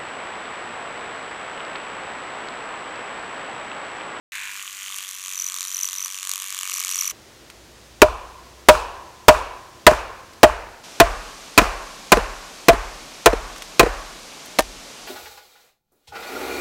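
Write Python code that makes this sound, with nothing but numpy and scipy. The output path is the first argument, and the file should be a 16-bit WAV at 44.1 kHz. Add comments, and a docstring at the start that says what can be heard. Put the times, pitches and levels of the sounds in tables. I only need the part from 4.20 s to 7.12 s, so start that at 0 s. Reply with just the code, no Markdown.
"""A rattling buzz: an oscillating electric toothbrush runs free, close to the microphone.
It then slows against an animal's teeth. The head clacks at both ends of each swing, the hollow handle
knocks, the gears whir, and the bristles scrape, then stick and slip on enamel in squeaks.
A faint room hum lies below."""
import sys
import numpy as np
from scipy import signal
from scipy.fft import rfft, irfft, next_fast_len
from scipy.io import wavfile
from scipy.ndimage import map_coordinates

SR = 44100
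rng = np.random.default_rng(int(sys.argv[2]) if len(sys.argv) > 2 else 0)


def dump(signal):
    """Clip the signal to [-1, 1] and save it as 16-bit WAV at the path in sys.argv[1]."""
    limited = np.clip(np.atleast_2d(signal).T, -1, 1)
    pcm = np.round(limited * 32767).astype(np.int16)
    wavfile.write(sys.argv[1], SR, pcm)


N = 128772
TIME_S = np.arange(N) / SR
START_S, FIRST_SWING_S = .12, .1316
MAX_SWINGS, ROW_SAMPLES = 200, 1024  # one row of sound per swing

# motor speed (time [s], swing rate [Hz])
SWING_HZ = [(.12, 49.997), (.4, 48.735), (.68, 48.78), (.88, 47.372), (1.05, 46.721), (1.22, 45.728),
            (1.5, 46.418), (1.75, 46.413), (1.9, 47.124), (2.13, 46.816), (2.29, 48.23), (2.4, 46.404),
            (2.6, 46.136), (2.92, 45.329)]
# rattle of the unloaded head (time [s], level [dB])
RATTLE_DB = [(.12, -36), (.18, -34), (.3, -36.5), (.42, -48), (.6, -103), (.9, -73)]
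# spectrum of its buzz (frequency [Hz], gain [dB])
RATTLE_BODY = [(600, -29.5), (800, -26), (950, -5), (1300, -8.5), (1700, 3.5), (1900, -2), (2400, 4.5),
               (3000, -10), (4000, -9.5), (5000, -25), (15000, -39)]
# gear whir (time [s], level [dB])
GEAR_DB = [(.12, -41.5), (.55, -37), (1, -41), (1.9, -42.5), (2.3, -41), (2.6, -39.5), (2.92, -40)]
# gear spectrum (frequency [Hz], gain [dB])
GEAR_BODY = [(300, -20.5), (700, -20.5), (1000, -7), (1500, -0.5), (1850, 1), (2200, 0), (3200, 2.5),
             (4000, -3.5), (5000, -7), (6000, -1.5), (7000, 0), (8800, -5), (9900, -6), (10600, -13),
             (12200, -10), (15000, -8)]
# ventilation spectrum (frequency [Hz], gain [dB])
VENT_SPECTRUM = [(25, -12), (48, -2), (70, -11), (90, -20), (200, -5), (320, 0), (450, -9.5), (800, -12),
                 (4000, -21.5)]
# room equipment tones (frequency [Hz], level [dB])
HUM_TONES = [(48.4, -84), (68.8, -78), (305.5, -77.5)]
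# clack ending the forward swing (time [s], level [dB])
FORWARD_CLACK_DB = [(.13, -64), (.48, -50), (.6, -49), (.76, -36.5), (.87, -43), (.91, -36), (.96, -45.5),
                    (1.06, -37.5), (1.28, -36.5), (1.33, -32.5), (1.44, -33.5), (1.47, -35.5),
                    (1.65, -37.5), (2.01, -37), (2.05, -32), (2.12, -26.5), (2.28, -36), (2.42, -29.5),
                    (2.46, -32), (2.72, -31.5), (2.8, -35.5)]
# its spectrum (frequency [Hz], gain [dB])
FORWARD_BODY = [(600, -44.5), (900, -33.5), (1200, -8), (1800, -8.5), (2400, -6), (4300, -3), (4900, -7),
                (6900, 3.5), (7900, 2.5), (8600, -5), (9800, 2.5), (10500, -6.5), (15000, -9.5)]
# clack ending the return swing (time [s], level [dB])
RETURN_CLACK_DB = [(.13, -46), (.49, -43), (1.1, -39), (1.22, -38), (1.31, -43), (1.6, -37.5), (1.7, -39.5),
                   (2.3, -39.5), (2.42, -36.5), (2.6, -35.5), (2.9, -34.5)]
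# its spectrum (frequency [Hz], gain [dB])
RETURN_BODY = [(600, -41.5), (1300, -29.5), (2250, 2.5), (2900, -3), (3400, -4.5), (5000, -2.5), (6000, -7),
               (6750, 9), (7300, -1), (8300, -1), (8900, -4.5), (11300, -8.5), (12500, -1.5), (13400, -18),
               (15000, -21)]
# hollow around the brush (time [s], resonance [Hz])
MOUTH_HZ = [(.4, 2920), (.9, 3450), (1.3, 3280), (1.43, 3800), (1.64, 2850), (1.7, 3600), (2.12, 2850),
            (2.41, 3480), (2.46, 2470), (2.92, 2970)]
# harder hits on a tooth's edge (time [s], boost [dB])
CATCH_DB = [(1.645, 7), (1.689, 6.5), (1.732, 3.5), (1.861, 8), (2.823, 4)]
# handle knock (time [s], level [dB])
KNOCK_DB = [(.13, -65), (.42, -49), (.58, -55), (.74, -46), (.87, -62), (1.06, -49), (1.23, -61.5),
            (1.33, -45.5), (1.5, -54.5), (1.86, -52), (1.98, -60), (2.1, -41.5), (2.28, -51.5), (2.41, -45),
            (2.89, -47)]
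# softer knock as the handle springs back (time [s], level [dB])
REBOUND_DB = [(.3, -68), (1, -53), (2.2, -54.5), (2.4, -57)]
# dry bristle scrape (time [s], level [dB])
SCRAPE_DB = [(.35, -52), (.48, -40.5), (.57, -50), (.7, -39.5), (1, -48), (1.9, -50), (2.3, -40),
             (2.9, -52)]
# its spectrum (frequency [Hz], gain [dB])
SCRAPE_BODY = [(900, -56), (2300, 1.5), (3600, -7), (7000, -43.5)]
# squeak on the forward sweep (time [s], level [dB])
FORWARD_SQUEAK_DB = [(.12, -75), (.8, -43), (1.05, -48), (2.48, -46), (2.57, -29.5), (2.65, -43),
                     (2.87, -35)]
# squeak on the return sweep (time [s], level [dB])
RETURN_SQUEAK_DB = [(.85, -54), (1.08, -43.5), (1.13, -35.5), (1.22, -26), (1.27, -30), (1.31, -42),
                    (1.37, -35), (1.46, -40.5), (1.55, -32), (1.66, -26), (1.71, -39.5), (1.77, -32),
                    (1.85, -29.5), (1.88, -48), (1.97, -37), (2.02, -50), (2.44, -53), (2.58, -33.5),
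                    (2.66, -43), (2.77, -27.5), (2.9, -28)]
# pitch at each squeak's peak (time [s], frequency [Hz])
SQUEAK_HZ = [(1.15, 5990), (1.65, 5927), (2.6, 5920), (2.9, 5920)]


def amp(db):
    """Decibels to gain."""
    return 10 ** (np.asarray(db) / 20)


def unit(x):
    """Scale to rms 1."""
    return x / np.sqrt(np.mean(x ** 2) + 1e-20)


def at(points, time_s=TIME_S):
    """Curve value at the given times."""
    return np.interp(time_s, *np.transpose(points))


def wobble(rate_hz):
    """Smooth random curve."""
    return map_coordinates(rng.standard_normal(400), [TIME_S * rate_hz], mode="wrap")


def colour(x, spectrum):
    """Minimum-phase filter; output rms 1."""
    size = 2 * next_fast_len(N)
    hz, db = np.transpose(spectrum)
    gain = amp(np.interp(np.log(np.fft.rfftfreq(size, 1 / SR) + 1), np.log(hz), db))
    cepstrum = irfft(np.log(gain))
    cepstrum[1:size // 2] *= 2
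    cepstrum[size // 2 + 1:] = 0
    return unit(irfft(rfft(x, size) * np.exp(rfft(cepstrum)))[:N])


def flatten(rows):
    """Partly whiten each row: the changing contact colours it only a little."""
    spectra = rfft(rows)
    return unit(irfft(spectra / np.sqrt(np.abs(spectra) + 1e-20)))


def swing_count():
    """Swings since FIRST_SWING_S, per sample."""
    count = np.cumsum(at(SWING_HZ)) / SR
    return count - np.interp(FIRST_SWING_S, TIME_S, count)


def swing_times(turn):
    """Times [s] at which the head passes the fraction `turn` of its cycle."""
    count = swing_count()
    return np.interp(np.arange(-2, int(count[-1] - turn) + 1) + turn, count, TIME_S)


def place(starts_s, rows, scatter_db, jitter_s=.00004):
    """One row at each start, scattered in time and level."""
    late_s = jitter_s * rng.standard_normal(MAX_SWINGS)[:len(starts_s)]
    index = np.round((starts_s + late_s) * SR).astype(int)[:, None] + np.arange(ROW_SAMPLES)
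    gain = amp(scatter_db * rng.standard_normal(MAX_SWINGS))[:len(starts_s), None]
    return np.bincount(np.clip(index, 0, N).ravel(), (rows * gain).ravel(), N + 1)[:N]


def swing_noise(count, fresh, drift):
    """Noise rows that repeat with drift; `fresh` is the power share drawn anew each swing."""
    slow, new = rng.standard_normal((2, MAX_SWINGS, ROW_SAMPLES))
    keep = 1 - drift
    slow = signal.lfilter([np.sqrt(1 - keep ** 2)], [1, -keep], slow[1:], axis=0, zi=keep * slow[:1])[0]
    return np.sqrt(1 - fresh) * slow[:count] + np.sqrt(fresh) * new[:count]


def free_rattle():
    """Until pressed down, the head buzzes and slaps once a swing in its play."""
    slap = clacks(.14, FORWARD_BODY, snap=.34, rise_s=.0001, decay_s=.00054, scatter_db=3.5)
    buzz = gear_buzz(RATTLE_BODY, fresh=.22, ripple_db=7.5, turn=.033)
    return amp(at(RATTLE_DB)) * (buzz + amp(-6.5) * slap)


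def gear_buzz(body, fresh, ripple_db, turn):
    """Gear noise repeats every swing and swells four times in it."""
    starts_s = swing_times(0)
    rows = flatten(swing_noise(len(starts_s), fresh, drift=.032))
    ripple = amp(ripple_db * np.cos(2 * np.pi * 4 * (swing_count() - turn)))
    return colour(place(starts_s, rows, scatter_db=1.5) * ripple, body)


def room(vent_db=-73.5):
    """Equipment hum and faint ventilation."""
    hum = sum(np.sqrt(2) * amp(db) * np.sin(2 * np.pi * hz * TIME_S + .5 * wobble(6.04))
              for hz, db in HUM_TONES)
    return hum + amp(vent_db) * colour(rng.standard_normal(N), VENT_SPECTRUM)


def clacks(turn, body, snap, rise_s, decay_s, scatter_db, mouth_db=-4, clatter_s=.0046):
    """One plastic clack a swing: brief scrape, snap, dying clatter."""
    hits_s = swing_times(turn)
    t = (np.arange(ROW_SAMPLES) - 128) / SR
    before_s, after_s = np.minimum(t, 0), np.maximum(t, 0)
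    clatter = amp(-17.5) * np.exp(-after_s / clatter_s)
    envelope = np.exp(before_s / rise_s) * (np.exp(-after_s / decay_s) + clatter)
    rows = flatten(envelope * swing_noise(len(hits_s), fresh=.35, drift=.17))
    rows *= np.exp(before_s / (2 * rise_s))  # keeps the attack sharp
    rows = rows / np.linalg.norm(rows, axis=1, keepdims=True) + snap * (t == 0)
    return colour(place(hits_s + t[0], mouth(rows, hits_s, mouth_db), scatter_db), body)


def mouth(rows, hits_s, boost_db, width_hz=550):
    """The hollow between lip and teeth rings, its pitch following the brush."""
    hz = np.fft.rfftfreq(ROW_SAMPLES, 1 / SR)
    centre_hz = at(MOUTH_HZ, hits_s)[:, None]
    resonance = 1j * hz * width_hz / (centre_hz ** 2 - hz ** 2 + 1j * hz * width_hz)
    rung = irfft(rfft(rows) * (1 + amp(boost_db) * resonance))
    return rung / np.linalg.norm(rung, axis=1, keepdims=True)


def head_clacks(catch_gain):
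    """The head clacks at both turning points; catches harden the forward one."""
    forward = clacks(-.0021, FORWARD_BODY, snap=.35, rise_s=.00048, decay_s=.00066, scatter_db=2.03)
    back = clacks(.493, RETURN_BODY, snap=.65, rise_s=.00039, decay_s=.0019, scatter_db=1.6)
    return catch_gain * amp(at(FORWARD_CLACK_DB)) * forward + amp(at(RETURN_CLACK_DB)) * back


def handle_knock(turn, hz, width_s, glide_hz_per_s):
    """The hollow handle answers each swing with a short rounded note."""
    peaks_s = swing_times(turn)
    t = (np.arange(ROW_SAMPLES) - ROW_SAMPLES // 2) / SR
    note = np.exp(-(t / width_s) ** 2) * np.cos(2 * np.pi * (hz * t + glide_hz_per_s * t ** 2 / 2))
    return unit(place(peaks_s + t[0], np.tile(note, (len(peaks_s), 1)), scatter_db=1.5))


def bristles():
    """Bristles on teeth: a dry scrape once a swing, squeaks on both sweeps."""
    scrape = clacks(0, SCRAPE_BODY, snap=.3, rise_s=.00018, decay_s=.0013, scatter_db=3, mouth_db=36)
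    back = squeak(.468, rise_s=.0019, fall_s=.0013, octave_db=-13.5, rasp_db=-8.5, scatter_db=2.5)
    forward = squeak(.78, rise_s=.00045, fall_s=.0033, octave_db=-31, rasp_db=3, scatter_db=4)
    return (amp(at(SCRAPE_DB)) * scrape + amp(at(RETURN_SQUEAK_DB)) * back
            + amp(at(FORWARD_SQUEAK_DB)) * forward)


def squeak(turn, rise_s, fall_s, octave_db, rasp_db, scatter_db, sag_hz_per_s=36000, slip_rad=.7):
    """Stick-slip on enamel: one rough, falling whistle a swing."""
    peaks_s = swing_times(turn)
    t = (np.arange(ROW_SAMPLES) - ROW_SAMPLES // 2) / SR
    envelope = np.where(t < 0, np.exp(1 - np.hypot(1, t / rise_s)), np.exp(-(t / fall_s) ** 2))
    hz = at(SQUEAK_HZ, peaks_s)[:, None]
    friction = swing_noise(len(peaks_s), fresh=.6, drift=.15)
    stutter = unit(signal.filtfilt(*signal.butter(2, 300, fs=SR), friction, padtype=None))
    phase = 2 * np.pi * (hz * t - sag_hz_per_s * t ** 2 / 2) + slip_rad * stutter
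    rasp = np.gradient(amp(rasp_db) * swing_noise(len(peaks_s), fresh=.74, drift=.5), axis=1)
    octave = amp(octave_db) * np.sin(2 * phase)
    rows = envelope * (np.sin(phase) + envelope * (octave + rasp))
    return unit(place(peaks_s + t[0], rows, scatter_db))


def edge_catches(width_s=.009):
    """Gain for the swings that catch a tooth's edge."""
    return amp(sum(db * np.exp(-((TIME_S - time_s) / width_s) ** 2) for time_s, db in CATCH_DB))


def scene():
    """Brush over room, mono."""
    catch_gain = edge_catches()
    head = head_clacks(catch_gain)
    knock = amp(at(KNOCK_DB)) * handle_knock(-.032, hz=1157, width_s=.0022, glide_hz_per_s=27000)
    rebound = amp(at(REBOUND_DB)) * handle_knock(.34, hz=1151, width_s=.0018, glide_hz_per_s=12000)
    gears = amp(at(GEAR_DB)) * gear_buzz(GEAR_BODY, fresh=.45, ripple_db=3, turn=.0033)
    return (free_rattle() + gears + head + catch_gain * knock + rebound + bristles() + room())[None]


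def record(dry):
    """Silence until START_S, then a fast fade-in; low-passed."""
    fade_s, top_hz, edge_hz = .001, 15400, 900
    gate = np.clip((TIME_S - START_S) / fade_s, 0, 1)
    size = 2 * next_fast_len(N)
    lowpass = np.clip((top_hz - np.fft.rfftfreq(size, 1 / SR)) / edge_hz + .5, 0, 1) ** 2
    return irfft(rfft(dry * gate, size) * lowpass, size)[:, :N]


dry = scene()
out = record(dry)
dump(out)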